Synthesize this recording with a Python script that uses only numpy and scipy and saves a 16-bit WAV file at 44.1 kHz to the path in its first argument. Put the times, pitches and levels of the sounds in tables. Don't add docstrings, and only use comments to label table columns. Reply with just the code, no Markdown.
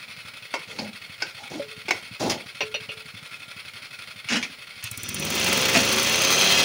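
import sys
import numpy as np
from scipy import signal
from scipy.fft import rfft, irfft
from scipy.io import wavfile

SR = 44100
rng = np.random.default_rng(int(sys.argv[2]) if len(sys.argv) > 2 else 0)


def wav_record(signal):
    frames = np.transpose(np.atleast_2d(signal))
    bounded = np.clip(frames, -1, 1)
    quanta = np.round(bounded * 32767).astype(np.int16)
    wavfile.write(sys.argv[1], SR, quanta)


N = 292824
TIME = np.arange(N) / SR

# t/s, firing rate/Hz
IDLE_RATE = [(0, 11.586), (1.45, 12.083), (1.9, 11.46), (3.2, 11.836), (4.8, 11.697)]
# t/s, build-up/s, firing rate lost/Hz
VIBRATOR_DRAG = [(4.9395, .3727, 10.89), (5.383, .44, 7.646)]
# phase/cycles, level/dB, decay/cycles
EXHAUST_PUFFS = [(0.98, -4.5, 0.014), (0.1, -12, 0.085)]
# f/Hz, level/dB
EXHAUST_SPECTRUM = [(25, -67), (50, -27), (110, 2), (220, -3.5), (300, -10.5), (500, -67)]
# phase/cycles, level/dB, decay/cycles
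VALVE_CLACKS = [(0.018, -8, 0.21), (.28, -10, 0.18), (.39, -10, 0.26), (0.579, -17, 0.061)]
# f/Hz, level/dB
GEAR_SPECTRUM = [(250, -25), (560, -9), (830, -18), (1390, -4), (1720, -9.5), (2500, -4.5), (4400, -7.5),
                 (7400, -24.5), (10000, -14.5), (12000, -30)]
# f/Hz, width/Hz, level/dB
BLOCK_MODES = [(1396, 63, 3.5), (2260, 370, 2.5)]
# f/Hz, width/Hz, level/dB
COVER_MODES = [(2565, 51, -50), (3484, 120, -53.5), (4326, 38, -58.5)]
# f/Hz, level/dB
YARD_SPECTRUM = [(25, -14), (80, -43), (400, -6.5), (3000, -12.5), (16000, -23.5)]

# t/s, level/dB, contact/s, main ring f/Hz, its lift/dB
SHOVEL_KNOCKS = [(.5395, -21, 0.0043, 1010, 7.5), (.553, -30.5, 0.0084, 506, 11),
                 (.787, -28.5, 0.0083, 4400, 14), (1.2195, -25.5, 0.0039, 1570, 19),
                 (1.222, -21.5, 0.002, 5200, 15), (1.883, -24.5, 0.01, 2790, 1),
                 (1.9075, -16, 0.0038, 2280, -1.5), (2.296, -30.5, 0.011, 5260, 24),
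                 (2.319, -26.5, 0.0064, 3300, 12)]
# f/Hz, level/dB
SHOVEL_SPECTRUM = [(40, -48), (100, -27), (340, 9), (700, 3), (1200, -6.5), (2300, -2), (3800, -5.5),
                   (6300, -10.5), (8000, -15.5), (13000, -30)]
# f/Hz, width/Hz, level/dB
SHOVEL_MODES = [(354, 64, -2), (875, 290, 14.5), (1460, 140, 13.5), (2180, 195, 19.5), (2535, 270, 16),
                (3230, 91, 8.5), (4510, 170, 10), (4990, 51, 11), (5320, 240, 5.5), (6230, 130, 5.5)]
# t/s, length/s, thud level/dB, thud f/Hz, its lift/dB, T60/s, scrape level/dB
MIX_PUSHES = [(0.682, 0.073, -46.5, 460, 10, 0.4, -48.5), (0.782, 0.051, -31, 217, 14, 0.28, -44),
              (1.381, 0.074, -45.5, 820, 24, .15, -52), (1.499, 0.089, -36, 300, 9, 0.15, -46),
              (2.196, 0.082, -25.5, 223, 3, 0.35, -33), (2.296, 0.0078, -26.5, 680, 6, 0.29, -22),
              (4.292, 0.056, -28.5, 244, 12.5, 0.35, -54), (5.743, 0.015, -21.5, 244, 12, 0.21, -48)]
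# f/Hz, level/dB
THUD_SPECTRUM = [(40, -34), (90, -7.5), (200, 1), (850, -4), (1200, -22.5), (6000, -66)]
# f/Hz, level/dB
GRAVEL_SPECTRUM = [(300, -11), (1000, -4.5), (6500, -4.5), (8000, -14.5), (10300, -15), (12500, -26)]
# t/s, f/Hz, level/dB, T60 before smothering/s
WALL_RINGS = [(1.596, 567, -20.5, 0.13), (1.596, 432, -39.5, 0.99), (2.609, 434, -33.5, 1),
              (2.891, 438, -45, 1), (5.752, 680, -20.5, 0.22)]
# t/s, level/dB, contact/s, main ring f/Hz, its lift/dB
CATCH_CLANKS = [(2.6065, -19.5, 0.0071, 560, -5), (2.7425, -21.5, 0.002, 2840, 9.5),
                (2.8905, -28.5, 0.0066, 2880, 18)]
# f/Hz, level/dB
CATCH_SPECTRUM = [(50, -44), (200, -10.5), (450, -7), (900, -5.5), (1150, -10), (2700, -5.5), (6000, -22),
                  (8000, -37), (16000, -40)]
# f/Hz, width/Hz, level/dB
CATCH_RESONANCES = [(572, 54, 12.5), (2400, 200, 1.5), (2700, 220, 4), (3700, 74, 3), (4250, 87, 2.5),
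                    (4670, 90, 0.5), (5800, 160, -5)]
# t/s, level/dB, contact/s, main
# ring f/Hz, its lift/dB
HEAD_BLOWS = [(4.287, -27.5, 0.011, 2300, 8), (4.301, -25.5, 0.02, 1590, 16), (4.324, -23, 0.018, 2050, 9),
              (4.356, -25, 0.017, 1650, 10), (4.427, -24.5, 0.0034, 2170, 10),
              (4.826, -37.5, 0.048, 2880, 3), (5.742, -20.5, 0.031, 2103, 2)]
# f/Hz, level/dB
FRAME_SPECTRUM = [(400, -32), (950, -5), (1300, -0.5), (1600, -4.5), (2000, 0.5), (6500, -3), (7700, -13.5),
                  (9900, -16), (12500, -32)]
# f/Hz, width/Hz, level/dB
FRAME_MODES = [(1853, 18, -1), (2290, 110, -13), (2580, 180, -3.5), (2903, 61, -6), (3243, 140, -8)]

# f/Hz, level/dB
CRACK_SPECTRUM = [(400, -64), (2000, -37), (6000, 3), (9500, 13.5), (12000, 3.5)]
# f/Hz, width/Hz, level/dB
SILENCER_MODES = [(105.5, 1.4, 18)]
# f/Hz, level/dB
BARK_SPECTRUM = [(50, -33.5), (190, 9.5), (420, 0.5), (1200, -23)]
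# t/s, turns of the vibrator's weight per firing
BELT_RATIO = [(5.9, 2.65), (6.4, 2.618)]
# harmonic of the vibrator's rate, level/dB
HUM_HARMONICS = [(1, -3), (2, -0.5), (3, 8), (16, -1)]
# f/Hz, level/dB
MOULD_SPECTRUM = [(45, -25.5), (75, -8), (130, -2), (200, -0.5), (330, -8.5), (560, -1.5), (800, 0.5),
                  (1200, -5.5), (2000, -12)]
# f/Hz, width/Hz, level/dB
MOULD_MODES = [(232, 21, 1.5), (393, 70, -1), (552, 42, 3)]
# f/Hz, width/Hz, level/dB, firing rate that shakes each most/Hz
FITTING_MODES = [(5190, 90, -45.5, 19.5), (5890, 96, -43.5, 19), (3225, 85, -25.5, 41),
                 (2556, 76, -27, 41.5), (4090, 170, -30, 37.6), (4950, 39, -34.5, 38.5),
                 (5750, 16, -33, 43), (6200, 120, -31.5, 34.6)]
# f/Hz, half width/Hz, gain/dB
MICROPHONE_BANDS = [(3780, 97, -4.5), (7970, 950, -2), (12900, 2100, -2), (15350, 650, 7.5)]

THROTTLE_S, REV_GAIN_HZ, REV_LAG_S = 4.835, 63.59, 1.378
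REFERENCE_HZ = 16
LANDING_S, SETTLE_S, DAMPING_DB = 5.824, 0.24, -4


def amp(db):
    return 10 ** (np.asarray(db) / 20)


def unit(x):
    return x / np.sqrt(np.mean(x ** 2) + 1e-20)


def curve(rows, at=TIME):
    return np.interp(at, *np.transpose(rows))


def ramp(start_s, length_s):
    return np.clip((TIME - start_s) / length_s, 0, 1)


def wander(rate_hz, size=N):
    return np.interp(np.arange(size) / SR * rate_hz, np.arange(4096), rng.standard_normal(4096))


def grains(spread_db):
    noise = rng.standard_normal(N)
    sizes = np.clip(rng.standard_normal(N // 16 + 1), -2, 2)
    return unit(noise * amp(spread_db * np.repeat(sizes, 16)[:N]))


def body(spectrum, modes=(), bed_db=0, lift=(1000, 0), size=8192):
    hz = np.fft.rfftfreq(size, 1 / SR) + 1
    f, db = np.transpose(spectrum)
    power = amp(np.interp(np.log(hz), np.log(f), db) + bed_db) ** 2
    for centre, width, level in modes:
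        power = power + amp(level) ** 2 / (1 + 2 * ((hz - centre) / width) ** 2) ** 2
    lift_db = lift[1] / (1 + (np.log(hz / lift[0]) / 0.14) ** 2)
    ripple = np.clip(rng.standard_normal(400), -1.7, 1.4)
    ripple_db = np.minimum(hz / 400, 5.8) * np.interp(np.sqrt(hz) * 2.6, np.arange(400), ripple)
    power = power * amp(lift_db + ripple_db) ** 2
    log_gain = np.log(np.r_[power, power[-2:0:-1]]) / 2
    response = np.fft.ifft(np.exp(np.conj(signal.hilbert(log_gain)))).real[:size // 2]
    return response / np.linalg.norm(response)


def through(x, response):
    return signal.oaconvolve(x, response)[:len(x)]


def add(mix, start_s, sound):
    part = mix[round(start_s * SR):][:len(sound)]
    part += sound[:len(part)]


def ring(force, hz, width):
    pole = np.exp((2j * np.pi * hz - 2 * np.pi * width) / SR)
    return unit(signal.lfilter([1], np.poly([pole, pole]), force * rng.standard_normal(N)).real)


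def loose_parts(force, spectrum, modes=(), bed_db=0, count=3):
    shares = amp([9 * wander(16) for _ in range(count)])
    shares = shares / np.linalg.norm(shares, axis=0)
    return sum(through(force * share * grains(2.9), body(spectrum, modes, bed_db)) for share in shares)


def firing_rate():
    rev = REV_GAIN_HZ * (1 - np.exp(-np.maximum(TIME - THROTTLE_S, 0) / REV_LAG_S))
    drag = sum(lost * ramp(start, length) for start, length, lost in VIBRATOR_DRAG)
    return curve(IDLE_RATE) + rev - drag


def engine(cycles):
    firing = cycles.astype(int)
    count = firing[-1] + 1
    puff_scatter, gear_scatter = rng.standard_normal((count, 2))[firing].T
    puffs = sum(amp(db) * np.exp(-((cycles - at) % 1) / decay) for at, db, decay in EXHAUST_PUFFS)
    flow = (amp(-26.5) + puffs) * amp(2 * puff_scatter) * (rng.standard_normal(N) + 0.17)
    exhaust = through(flow, body(EXHAUST_SPECTRUM))
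    slack = cycles + 0.011 * wander(40)
    gear = amp(-13) + sum(amp(db + wander(16)) * np.exp(-((slack - at) % 1 / decay) ** 2)
                          for at, db, decay in VALVE_CLACKS)
    gear_force = gear * amp(0.5 * gear_scatter + 2 * wander(200))
    clatter = loose_parts(gear_force, GEAR_SPECTRUM, BLOCK_MODES, bed_db=3.5)
    pings = sum(amp(db) * ring(gear ** 2 * amp(1.7 * rng.standard_normal(count))[firing], hz, width)
                for hz, width, db in COVER_MODES)
    return amp(-54.5) * unit(exhaust) + amp(-42.5) * unit(clatter) + pings


def yard():
    return amp(-56) * through(rng.standard_normal(N), body(YARD_SPECTRUM))


def contact(length_s, t60, rise_s, spread_db, size=20000):
    t = np.arange(size) / SR
    force = rng.standard_normal(size) * amp(spread_db * np.tanh(wander(868, size)))
    return unit(force) * np.minimum(t / rise_s, 1) * amp(-60 * np.maximum(t - length_s, 0) / t60)


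def blows(rows, spectrum, modes, bed_db, t60, tail_db, tail_t60, spots=4, strike_s=0.00198):
    out = np.zeros(N)
    for start, db, length, hz, lift_db in rows:
        chatter = contact(length, t60, rise_s=0.00023, spread_db=1.5)
        rattle = contact(length, tail_t60, rise_s=0.00023, spread_db=1.5)
        force = chatter + amp(tail_db) * rattle
        high_spots = (rng.random(spots) * strike_s * SR).astype(int)
        force[high_spots] += amp(11.5) * rng.choice([-1, 1], spots)
        add(out, start, amp(db) * through(force, body(spectrum, modes, bed_db, (hz, lift_db))))
    return out


def shovel():
    return blows(SHOVEL_KNOCKS, SHOVEL_SPECTRUM, SHOVEL_MODES,
                 bed_db=8, t60=0.032, tail_db=-10, tail_t60=0.26)


def wet_mix():
    out, gravel = np.zeros(N), body(GRAVEL_SPECTRUM)
    for start, length, thud_db, hz, lift_db, t60, scrape_db in MIX_PUSHES:
        push = contact(length, t60, rise_s=0.017, spread_db=5.5)
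        scrape = contact(length, t60 / 2, rise_s=0.0017, spread_db=3)
        thud = through(push, body(THUD_SPECTRUM, lift=(hz, lift_db)))
        add(out, start, amp(thud_db) * thud + amp(scrape_db) * through(scrape, gravel))
    return out


def mould_walls(rise_s=0.0044, smothered_s=0.26):
    out, t = np.zeros(N), np.arange(SR) / SR
    envelope = np.minimum(t / rise_s, 1) * np.maximum(1 - (t / smothered_s) ** 4, 0)
    for start, hz, db, t60 in WALL_RINGS:
        waver = wander(74.5, SR)
        tone = np.sin(2 * np.pi * hz * t + 0.67 * waver)
        add(out, start, amp(db - 60 * t / t60 + 2 * waver) * envelope * tone)
    return out


def head_catch():
    return blows(CATCH_CLANKS, CATCH_SPECTRUM, CATCH_RESONANCES,
                 bed_db=1.5, t60=0.1, tail_db=-10, tail_t60=0.13)


def tamper_head():
    return blows(HEAD_BLOWS, FRAME_SPECTRUM, FRAME_MODES, bed_db=-8, t60=0.088, tail_db=-6, tail_t60=0.21)


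def throttle(cycles, rate, crack_s=0.0017, crack_delay_s=0.00094, thump_s=0.0032):
    octaves = np.log2(rate / REFERENCE_HZ)
    since_s = ((cycles + 0.5) % 1 - 0.5) / rate
    pulse = np.exp(-((since_s - crack_delay_s) / crack_s) ** 2)
    fizz = amp(-31.5 + 10.5 * octaves)
    crack_db = -23.5 - 2.5 * octaves + 2 * wander(120)
    crack = loose_parts(amp(crack_db) * (pulse + fizz), CRACK_SPECTRUM)
    thump = through(np.exp(-(since_s / thump_s) ** 2), body(EXHAUST_SPECTRUM, SILENCER_MODES))
    return ramp(THROTTLE_S, 0.0034) * (crack + amp(-47 - 8.5 * octaves) * unit(thump))


def shaking_db(rate, level_db, db_per_octave, full_s, build_db_per_s):
    build_up_db = build_db_per_s * np.minimum(TIME - full_s, 0)
    speed_db = db_per_octave * np.log2(rate / REFERENCE_HZ)
    return level_db + build_up_db + speed_db + DAMPING_DB * ramp(LANDING_S, SETTLE_S)


def exhaust_bark(cycles, rate, decay_s=0.0087):
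    puff = np.exp(-(cycles % 1) / rate / decay_s) * (rng.standard_normal(N) + 0.25)
    bark = unit(through(puff / np.sqrt(rate), body(BARK_SPECTRUM)))
    level_db = shaking_db(rate, level_db=-32, db_per_octave=-6.5, full_s=5.39, build_db_per_s=40)
    return ramp(THROTTLE_S, 0.42) * amp(level_db) * bark


def vibrator(cycles, rate, slam_decay_turns=0.31):
    turns = np.cumsum(rate * curve(BELT_RATIO)) / SR
    slam = amp(1) + np.exp(-(turns % 1) / slam_decay_turns)
    throb = unit(slam * amp(1.27 * wander(100)))
    rattle_db = shaking_db(rate, level_db=-28, db_per_octave=9.5, full_s=5.425, build_db_per_s=34)
    rattle = loose_parts(amp(rattle_db) * throb, FRAME_SPECTRUM, FRAME_MODES, bed_db=-6.5, count=2)
    grip = ramp(THROTTLE_S, 0.22)
    return grip * (rattle + fittings(throb, rate) + mould_hum(cycles, turns, throb, rate))


def fittings(throb, rate, swell_db=3, span_octaves=0.26):
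    out = np.zeros(N)
    for hz, width, db, best_rate in FITTING_MODES:
        nearness = np.exp(-(np.log2(rate / best_rate) / span_octaves) ** 2)
        out += amp(db) * nearness * ring(throb * amp(swell_db * wander(14)), hz, width)
    return out


def harmonics(turns, orders, levels_db, swell_db=3, jitter_turns=0.0053):
    return sum(amp(db + swell_db * wander(10))
               * np.cos(2 * np.pi * (k * turns + rng.random() + k * jitter_turns * wander(50)))
               for k, db in zip(orders, levels_db))


def mould_hum(cycles, turns, throb, rate, engine_db=1.5, dull_hz=450):
    orders = np.arange(1, 21)
    drone = harmonics(turns, orders, curve(HUM_HARMONICS, orders))
    drone += harmonics(cycles, orders, np.full(len(orders), engine_db))
    walls = body(MOULD_SPECTRUM, MOULD_MODES)
    rumble = through(throb ** 3 * grains(0.81), walls)
    hum = amp(-2.5) * unit(through(drone, walls)) + amp(-5.5) * unit(rumble)
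    hum_db = shaking_db(rate, level_db=-33, db_per_octave=8.5, full_s=5.228, build_db_per_s=59)
    dull = signal.sosfiltfilt(signal.butter(2, dull_hz, fs=SR, output="sos"), hum)
    hammering = np.clip((hum_db + 34.5) / 6, 0, 1)
    return amp(hum_db) * (dull + hammering * (hum - dull))


def scene():
    rate = firing_rate()
    cycles = np.cumsum(rate) / SR + 0.107
    machine = engine(cycles) + throttle(cycles, rate) + exhaust_bark(cycles, rate) + vibrator(cycles, rate)
    return (machine + shovel() + head_catch() + tamper_head() + wet_mix() + mould_walls() + yard())[None]


def record(dry, edge_hz=15880):
    hz = np.fft.rfftfreq(N, 1 / SR)
    colour_db = sum(db * np.exp(-((hz - centre) / width) ** 2) for centre, width, db in MICROPHONE_BANDS)
    low_pass = signal.firwin(511, edge_hz, window=("kaiser", 9), fs=SR)
    return signal.oaconvolve(irfft(rfft(dry) * amp(colour_db), N), low_pass[None], "same")


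dry = scene()
out = record(dry)
wav_record(out)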